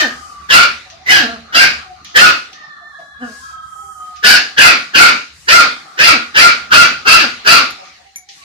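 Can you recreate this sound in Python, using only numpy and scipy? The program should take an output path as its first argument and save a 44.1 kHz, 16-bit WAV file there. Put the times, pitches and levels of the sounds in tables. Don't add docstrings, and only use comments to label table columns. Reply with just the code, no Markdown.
import sys
import numpy as np
from scipy import signal
from scipy.fft import rfft, irfft, next_fast_len
from scipy.io import wavfile
from scipy.ndimage import uniform_filter1d, map_coordinates

SR = 44100
rng = np.random.default_rng(int(sys.argv[2]) if len(sys.argv) > 2 else 0)


def unload_audio(sound):
    columns = np.transpose(np.atleast_2d(sound))
    steps = np.round(np.clip(columns, -1, 1) * 32767)
    wavfile.write(sys.argv[1], SR, steps.astype(np.int16))


N = 372185


def amp(db):
    return 10 ** (np.asarray(db) / 20)


def unit(x):
    return x / np.sqrt(np.mean(x ** 2) + 1e-20)


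def along(points, hz):
    f, v = np.transpose(points)
    return np.interp(np.log(hz + 1), np.log(f + 1), v)


def curves(rows):
    s, *cols = np.transpose(rows)
    return [np.interp(np.arange(N) / SR, s, c) for c in cols]


def sounding(tables, fade):
    gate = np.zeros(N)
    for rows in tables:
        first, last = round(rows[0][0] * SR), round(rows[-1][0] * SR)
        gate[max(first, 0):last + 1] = 1
    return uniform_filter1d(gate, int(fade * SR) + 1)


def wobble(rate):
    knots = rng.standard_normal(int(N * rate / SR) + 4)
    return map_coordinates(knots, [np.arange(N) * rate / SR])


def filtered(x, response):
    m = next_fast_len(N + SR // 2)
    return irfft(rfft(x, m) * response(np.fft.rfftfreq(m, 1 / SR)), m)[..., :N]


def stack(pitch, orders):
    phase = 2 * np.pi * np.cumsum(pitch) / SR
    return sum(np.sqrt(2) * amp(db) * np.sin(round(k) * phase) for k, db in orders)


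# frequency in Hz, likeness from 0 to 1.
ALIKE = [(60, 0.83), (290, 0.87), (630, 0.11), (1400, 0.028)]


def rush(spectrum, patchy_db):
    z = signal.stft(rng.standard_normal((2, N)), nperseg=512)[2]
    field = uniform_filter1d(uniform_filter1d(rng.standard_normal(z.shape[1:]), 5, 0), 12, 1)
    pair = signal.istft(z * amp(patchy_db * unit(field)), nperseg=512)[1][:, :N]

    def mid_side(hz):
        turn = np.arccos(np.clip(along(ALIKE, hz), -1, 1)) / 2
        return amp(along(spectrum, hz)) * [np.cos(turn), np.sin(turn)]

    mid, side = filtered(pair, mid_side)
    return unit(np.array([mid + side, mid - side]))


# frequency in Hz, t60 in seconds.
SHELTER = [(200, 0.34), (1400, 0.26), (4000, 0.28), (10000, 0.13)]


def shelter(x, wet_db):
    out, step = np.zeros((2, N + SR)), SR // 2
    for start in range(0, N, step):
        hz, t, z = signal.stft(rng.standard_normal((2, SR // 3)), SR, nperseg=256)
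        shared = along(ALIKE, hz)[:, None] * 3
        z[1] = (z[1] + shared * z[0]) / np.sqrt(1 + shared ** 2)
        decay = amp(-60 * t / along(SHELTER, hz)[:, None])
        tail = signal.istft(z * decay, SR, nperseg=256)[1]
        tail = amp(wet_db) * tail / np.linalg.norm(tail[0])
        tail[0, 11] += 1
        tail[1, 0] += 1
        wet = signal.fftconvolve(x[None, start:start + step], tail, axes=1)
        out[:, start:start + wet.shape[1]] += wet
    return out[:, :N] / np.sqrt(1 + amp(wet_db) ** 2)


# frequency in Hz, gain in dB.
RASP = [(30, -63), (200, -41.5), (900, -31), (6000, -28.5), (9000, -50.5), (15000, -32)]
WIDTHS_HZ = [190, 550, 950]


def throat(hz, centres, levels_db):
    humps = sum(amp(db) / (1 + ((hz - centre) / (width / 2)) ** 2)
                for centre, width, db in zip(centres, WIDTHS_HZ, levels_db))
    chest = amp(-21) / (1 + ((hz - 270) / 90) ** 2)
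    return humps + chest + amp(along(RASP, hz))


# start in seconds; then, in seconds after the start, the end of
# the rise, the mouth closed, the end of the voice; level open and closed in dB before the overload push;
# height of the pitch arch in Hz; first resonance open and closed in Hz, second open and closed in Hz;
# second and third resonance in dB; roughness from 0 to 1; bench ring in dB; falling note in dB.
YAPS = [(-.1, 0.018, 0.11, 0.12, -12, -9.5, 669.4, 1700, 1670, 3150, 3080, -19, -25, 0.23, -13, -21.5),
        (.489, .015, 0.063, 0.14, -9, -6, 722.2, 1690, 1391, 3280, 2500, -1, -8.5, 0.28, 2, -49.5),
        (1.06, 0.043, .1, 0.14, -9, -9, 809, 1970, 1657, 2950, 2890, -7.5, -15.5, 0.33, -17, -31),
        (1.525, 0.027, 0.095, .14, -9, -8.5, 787.2, 1606, 1600, 3030, 2374, -0.5, -6.5, 0.31, -9.5, -37),
        (2.143, 0.021, 0.081, 0.15, -7.5, -6.5, 722, 1765, 1430, 3086, 2600, -3.5, -13.5, 0.25, -7.5, -35.5),
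        (4.226, 0.018, 0.074, .14, -9, -6, 804, 1640, 1640, 2954, 2621, -7.5, -6, 0.29, -16, -31.5),
        (4.566, 0.017, 0.09, .16, -8, -6.5, 703.8, 1699, 1431, 3092, 2350, 0.5, -9.5, 0.28, -5.5, -29),
        (4.935, 0.018, 0.078, 0.16, -8, -6, 720.8, 1550, 1408, 2912, 2370, 0, -9, 0.27, 0, -30),
        (5.472, 0.015, 0.076, .15, -8.5, -6, 701.4, 1730, 1345, 2760, 2330, -2, -6, .1, 4, -24),
        (5.974, 0.026, .1, .15, -8.5, -6.5, 698, 1712, 1428, 2730, 2425, -0.5, -9, .12, 1, -23),
        (6.342, 0.023, 0.082, 0.15, -8, -6.5, 702.4, 1644, 1426, 2860, 2340, 1.5, -6.5, 0.15, 8.5, -45),
        (6.705, 0.021, 0.077, 0.15, -7.5, -6.5, 700.4, 1430, 1456, 2930, 2488, -1.8, -10, 0.24, 0.5, -34),
        (7.05, 0.023, 0.073, .17, -8.5, -7, 684, 1410, 1456, 2661, 2591, -2.5, -7.5, 0.22, 0.5, -24),
        (7.445, 0.027, 0.074, 0.15, -8.5, -7, 682.3, 1510, 1346, 2773, 2490, -1.5, -5, 0.29, -2, -30)]
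SECOND_MOVES_DB = [-23.5, -11, -1, -3.5, -6, -3.5]
THIRD_MOVES_DB = [-35.5, -14.5, -0.5, -3.5, -7.5, 13.5]
ONSET_DB, SAG_DB = -14, -7
RELEASE_S, RELEASE_DB = 0.16, -29.5
FIRST_HALF_WAY, SECOND_HALF_WAY = 0.46, 0.94
DIP_DB = -1.5
REST_HZ = 240
ARCH_LEAD_S, ARCH_OVER_S = .004, .065
JITTER = .11


def yap_shapes():
    tables = []
    for (s, rise, closing, voiced, open_db, closed_db, _, one_open, one_closed,
         two_open, two_closed, second_db, third_db, rough, *_) in YAPS:
        times = [0, rise, (rise + closing) / 2, closing, voiced, voiced + RELEASE_S]
        times = s + np.maximum.accumulate(times)
        end_db = closed_db + SAG_DB
        levels = [open_db + ONSET_DB, open_db, (open_db + closed_db) / 2 + DIP_DB,
                  closed_db, end_db, end_db + RELEASE_DB]
        one = np.array([0, 0, FIRST_HALF_WAY, 1, 1, 1])
        two = np.array([0, 0, SECOND_HALF_WAY, 1, 1, 1])
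        tables.append(np.transpose([
            times, levels,
            one_open + one * (one_closed - one_open),
            two_open + two * (two_closed - two_open),
            second_db + np.array(SECOND_MOVES_DB),
            third_db + np.array(THIRD_MOVES_DB),
            np.full(len(times), rough)]))
    return tables


def yap_pitch():
    pitch = np.full(N + 2 * SR, REST_HZ, float)
    for s, _, _, voiced, _, _, top_hz, *_ in YAPS:
        u = np.linspace(0, 1, round((voiced + ARCH_OVER_S) * SR), endpoint=False)
        arch = (top_hz - REST_HZ) * np.sin(np.pi * u ** .75) ** .9
        pitch[SR + round((s - ARCH_LEAD_S) * SR):][:len(u)] += arch
    return pitch[SR:SR + N]


def yaps():
    tables = yap_shapes()
    db, first_hz, second_hz, second_db, third_db, rough = curves(np.concatenate(tables))
    third_hz = 4665 * (first_hz / 1500) ** 0.25
    shape = np.array([first_hz, second_hz, third_hz, second_db, third_db])
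    air_share = np.clip(rough, 0, 1)
    pitch = yap_pitch() * (1 + JITTER * air_share * wobble(150))
    phase = 2 * np.pi * np.cumsum(pitch) / SR
    on = sounding(tables, fade=0.0081)
    live = np.flatnonzero(on > 0)
    slow = live[::32]
    tone = np.zeros(N)
    for k in range(1, 16):
        size = throat(k * pitch[slow], shape[:3, slow], [0, *shape[3:, slow]])
        tone[live] += np.interp(live, slow, size) * np.cos(k * phase[live] + k * k)
    tone /= np.sqrt(uniform_filter1d(tone ** 2, 441) + 1e-6)

    pulsing = rng.standard_normal(N) * (1 + np.cos(phase))
    hz, frames, z = signal.stft(pulsing, SR, nperseg=256)
    now = shape[:, np.minimum((frames * SR).astype(int), N - 1)]
    gain = throat(hz[:, None], now[:3], [0, *now[3:]])
    air = unit(signal.istft(z * gain / np.linalg.norm(gain, axis=0), SR, nperseg=256)[1][:N])

    voice = np.sqrt(1 - air_share) * tone * amp(2.5 * wobble(250))
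    voice += np.sqrt(air_share) * air * amp(3 * wobble(80))
    push_db = 6 * np.clip((db + 17.5) / 9, 0, 1.5)
    return amp(db + push_db) * on * voice


RING_HZ, RING_WIDTH_HZ = 1399.6, 19.2


def bench(voice):
    aimed = []
    for s, *_, ring_db, _ in YAPS:
        aimed += [(s, ring_db), (s + .25, ring_db)]
    aimed_db, = curves(aimed)

    def hollow(hz):
        loss = 1j * hz * RING_WIDTH_HZ
        return loss / (RING_HZ ** 2 - hz * hz + loss)

    return filtered(voice * amp(aimed_db), hollow)


# time in seconds, pitch in Hz before the wobble,
# level in dB before its flutter and the partials.
GRUNTS = [
    [(1.18, 306.1, -47), (1.192, 324.6, -30), (1.248, 225.2, -27.5), (1.332, 236.2, -33.5),
     (1.37, 212.1, -35)],
    [(3.19, 230.3, -61), (3.226, 249.3, -26.5), (3.318, 208.6, -50.5), (3.35, 253.5, -47), (3.42, 230, -99)],
]
# multiple of the pitch, level in dB.
GRUNT_ORDERS = [(1, 4), (2, -6.5), (3, -2.5), (4, -15.5), (5, -6.5), (6, -0.5), (7, -2), (8, -29),
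                (9, -39.5), (10, -70), (11, -22.5), (12, -14)]
SLACK_LEAD_S, SLACK_S = .025, .09


def low_notes():
    pitch, db = curves(sum(GRUNTS, []))
    unsteady = wobble(90)
    pitch = pitch * (1 + .015 * unsteady)
    db = db - 1.5 * np.abs(unsteady)
    out = amp(db) * sounding(GRUNTS, fade=.015) * stack(pitch, GRUNT_ORDERS)
    u = np.arange(round(SLACK_S * SR)) / (SLACK_S * SR)
    phase = 2 * np.pi * np.cumsum(215 + 220 * (1 - u) ** 1.7) / SR
    note = np.sin(np.pi * u) * (np.sin(phase) + .5 * np.sin(2 * phase) + 0.7 * np.sin(3 * phase))
    for s, _, _, voiced, *_, note_db in YAPS:
        out[max(round((s + voiced - SLACK_LEAD_S) * SR), 0):][:len(u)] += amp(note_db) * note
    return out


WASH_T60_S = 0.44


def yap_wash():
    wash, after = np.zeros(N + 2 * SR), np.arange(SR) / SR
    for s, _, _, voiced, _, closed_db, *_ in YAPS:
        decay_db = -60 * np.clip(after - voiced, 0, None) / WASH_T60_S
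        swell = np.clip(after / voiced, 0, 1)
        wash[SR + round(s * SR):][:SR] += amp(closed_db + decay_db) * swell
    return wash[SR:SR + N]


# time in seconds, background hiss in dB, rising and dipping,
# before its left-right tilt, rustle in dB.
BEHIND = [(0, -52.5, -65), (.45, -52.5, -48.5), (1.0, -63.5, -46), (1.95, -62.5, -52), (2.63, -68, -46.5),
          (3.06, -57, -79), (3.26, -68, -49), (3.6, -56.5, -58), (3.92, -75, -66), (4.15, -55, -50),
          (5.3, -66.5, -47.5), (5.9, -51, -49.5), (7.0, -65.5, -44.5), (7.95, -57.5, -43.5),
          (8.23, -62, -58.5), (8.44, -66, -42)]
# time in seconds, rumble in dB, murmur in dB.
YARD = [(0.0, -48, -37.5), (0.91, -48, -49), (1.74, -49, -35.5), (1.9, -48.5, -45.5), (2.87, -67, -46),
        (3.29, -47.5, -52.5), (5.03, -62.5, -41), (5.38, -48.5, -67), (5.69, -50.5, -39.5),
        (5.83, -64, -39), (6.98, -49, -37), (7.38, -50, -42.5), (7.66, -67.5, -34), (7.99, -60.5, -54.5),
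        (8.44, -70, -108)]
# frequency in Hz, relative density in dB per Hz.
HISS = [(2650, -39.5), (4500, 0), (6770, -2.5), (8840, -9.5), (10000, -13), (13500, -23), (14800, -32),
        (15000, -76)]
RUSTLE = [(1180, -2.5), (2000, 10), (3340, 4), (4060, 9), (7000, -5), (9100, -66), (15400, -120)]
RUMBLE = [(15, -28.5), (25, -17), (54, 2), (74, 14), (91, 1), (200, -8), (260, -42), (440, -120)]
MURMUR = [(88, -34), (150, -8.5), (545, -18.5), (768, -2.5), (965, -16.5), (1210, 4), (2150, -20.5),
          (2300, -28.5), (2990, -53.5), (5060, -120)]
WASH_HISS_DB, WASH_RUSTLE_DB = -24, -11.5
THIN_HZ = 6760


def yard():
    hiss_db, rustle_db = curves(BEHIND)
    rumble_db, murmur_db = curves(YARD)
    sniffs, thin_sniffs = sniff_levels()
    wash = yap_wash()
    hiss, rustle = rush(HISS, patchy_db=1.5), rush(RUSTLE, patchy_db=3)
    rumble, murmur = rush(RUMBLE, patchy_db=2), rush(MURMUR, patchy_db=3.5)
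    thin_hiss = unit(filtered(hiss, lambda hz: 1 / (1 + (THIN_HZ / (hz + 1)) ** 8)))
    hissing = (amp(hiss_db) + sniffs + amp(WASH_HISS_DB) * wash) * hiss + thin_sniffs * thin_hiss
    hissing *= amp([[2], [-2]])
    rustling = (amp(rustle_db) + amp(WASH_RUSTLE_DB) * wash) * rustle
    return hissing + rustling + amp(rumble_db) * rumble + amp(murmur_db) * murmur


# time in seconds,
# strongest partial in Hz before its waver, level in dB before its flutter and the partials.
CROW_A = [
    [(.07, 1262, -39), (.1, 1250, -39.5), (.44, 1150, -42), (.48, 1140, -59.5)],
    [(3.41, 1345, -41), (3.44, 1320, -39.5), (3.52, 1287, -39), (3.94, 1265, -35.5), (4.23, 1230, -42)],
    [(8.37, 1130, -55), (8.4, 1118, -46), (8.44, 1140, -46)],
]
CROW_B = [(2.54, 1840, -48), (2.6, 1838, -42), (3.17, 1682, -45), (3.5, 1614, -46), (3.75, 1575, -57)]
# multiple of the pitch, level in dB.
ORDERS_A = [(1, -43), (2, 3), (3, -33), (5, -18.5)]
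ORDERS_B = [(1, -28), (2, -4), (3, 3), (6, -14), (7, -13.5)]


def roosters():
    flutter_db, waver = 2.5, .011
    hz, db = curves(np.concatenate(CROW_A))
    level = amp(db + flutter_db * wobble(60)) * sounding(CROW_A, fade=0.023)
    one = level * stack(hz / 2 * (1 + waver * wobble(90)), ORDERS_A)
    hz, db = curves(CROW_B)
    level = amp(db + flutter_db * wobble(47)) * sounding([CROW_B], fade=0.024)
    two = level * stack(hz / 3 * (1 + 2 * waver * wobble(90)), ORDERS_B)
    return one + two


# start in seconds, length in seconds, peak level in dB before the left-right tilt,
# share of thin hiss from 0 to 1.
SNIFFS = [(0.103, 0.28, -49.5, .3), (3.192, 0.39, -43, .15), (3.617, .55, -47.5, .9),
          (5.318, 0.242, -47.5, .5), (8.283, 0.22, -49.5, .3)]


def sniff_levels():
    t = np.arange(N) / SR
    full, thin = np.zeros(N), np.zeros(N)
    for s, length, db, share in SNIFFS:
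        puff = amp(db) * np.sin(np.pi * np.clip((t - s) / length, 0, 1))
        share = np.clip(share, 0, 1)
        full += puff * (1 - share)
        thin += puff * share
    return full, thin


# start in seconds, level in dB before the flutter and the
# resonance, starting pitch in Hz, length in seconds.
CLUCKS = [(0.848, -43.5, 189.2, 0.03), (0.908, -37, 343, 0.031), (0.988, -38, 379, 0.041),
          (1.85, -31.5, 378, 0.084), (2.057, -40.5, 356.5, 0.15), (2.514, -39.5, 398, 0.02),
          (2.804, -46, 360.3, 0.037), (2.98, -34, 348, 0.031), (3.487, -45, 367, 0.11),
          (3.738, -42, 405, 0.24), (3.935, -46.5, 374.4, 0.2797), (4.485, -41, 386, 0.058),
          (7.779, -28.5, 193.5, 0.04), (7.973, -42.5, 188.4, 0.033), (8.038, -45, 398.5, 0.058),
          (8.162, -50, 377, 0.092), (8.263, -42.5, 408, 0.055)]
CLUCK_HZ, CLUCK_WIDTH_HZ = 753, 230


def hens():
    out = np.zeros(N + SR)
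    for s, db, hz, length in CLUCKS:
        t = np.arange(round(length * SR)) / SR
        phase = 2 * np.pi * hz * t * (1 - 0.019 * t / length)
        note = np.zeros(len(t))
        for k in range(1, 6):
            resonance = 1 / (1 + ((k * hz - CLUCK_HZ) / CLUCK_WIDTH_HZ) ** 2) ** 2
            note += resonance * np.sin(k * phase)
        out[round(s * SR):][:len(t)] += amp(db) * np.sin(np.pi * t / length) * note
    return out[:N] * amp(4 * wobble(70))


# start in seconds, starting level in dB, t60 in seconds.
SCUFFS = [(.9, -35.5, 0.25), (2.047, -34.5, 0.8), (2.53, -36, 0.27), (2.99, -52, 0.29), (4.05, -54, 0.47),
          (4.16, -38, 0.25), (7.85, -42, 0.4), (8.288, -35.5, 0.46)]
# frequency in Hz, relative density in dB per Hz.
SCRAPE = [(880, -62), (1500, -31), (1820, 0), (2090, -4), (3430, 0), (6300, -1.5), (8700, -33.5),
          (12000, -32), (15600, -64), (22000, -120)]


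def paws():
    t = np.arange(N) / SR
    level = sum(amp(db - 60 * np.abs(t - s) / t60) * (t >= s) for s, db, t60 in SCUFFS)
    return level * rush(SCRAPE, patchy_db=2)


# time in seconds, level in dB before a 5 dB cut and the modes,
# ring time as a multiple of the usual.
TICKS = [(2.0464, -34, 0.33), (7.706, -27, 0.66), (8.159, -20.5, 1.7), (8.183, -31, 0.63)]
# frequency in Hz, mean level in dB, usual t60 in seconds.
TICK_MODES = [(2236, -3, .05), (6070, 5.5, 0.057), (6780, -4.5, .05), (10500, 2, .05), (11360, -6, 0.047),
              (13900, -9, .04)]


def claws():
    out, t = np.zeros(N + SR), np.arange(SR // 10) / SR
    for s, db, longer in TICKS:
        tick = .6 * amp(-60 * t / 0.014) * rng.standard_normal(len(t))
        for hz, level, t60 in TICK_MODES:
            mode_db = level + rng.normal(0, 3.2) - 60 * t / (t60 * longer)
            tick += amp(mode_db) * np.sin(2 * np.pi * hz * t)
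        out[round(s * SR):][:len(t)] += amp(db - 5) * tick
    return out[:N]


def scene():
    voice = yaps()
    puppy = shelter(voice + bench(voice), wet_db=3.5) + shelter(low_notes() + claws(), wet_db=-6)
    far = shelter(roosters() + hens(), wet_db=5)
    return puppy + far + paws() + yard()


TOP_HZ = 15350


def record(dry):
    clipped = dry / (1 + np.abs(dry / .99) ** 10) ** (1 / 10)

    def band(hz):
        treble = np.where(hz < TOP_HZ, 1, amp(-17.5))
        return treble * (1j * hz / (70 + 1j * hz))

    return np.clip(filtered(clipped, band), -1, 1)


dry = scene()
out = record(dry)
unload_audio(out)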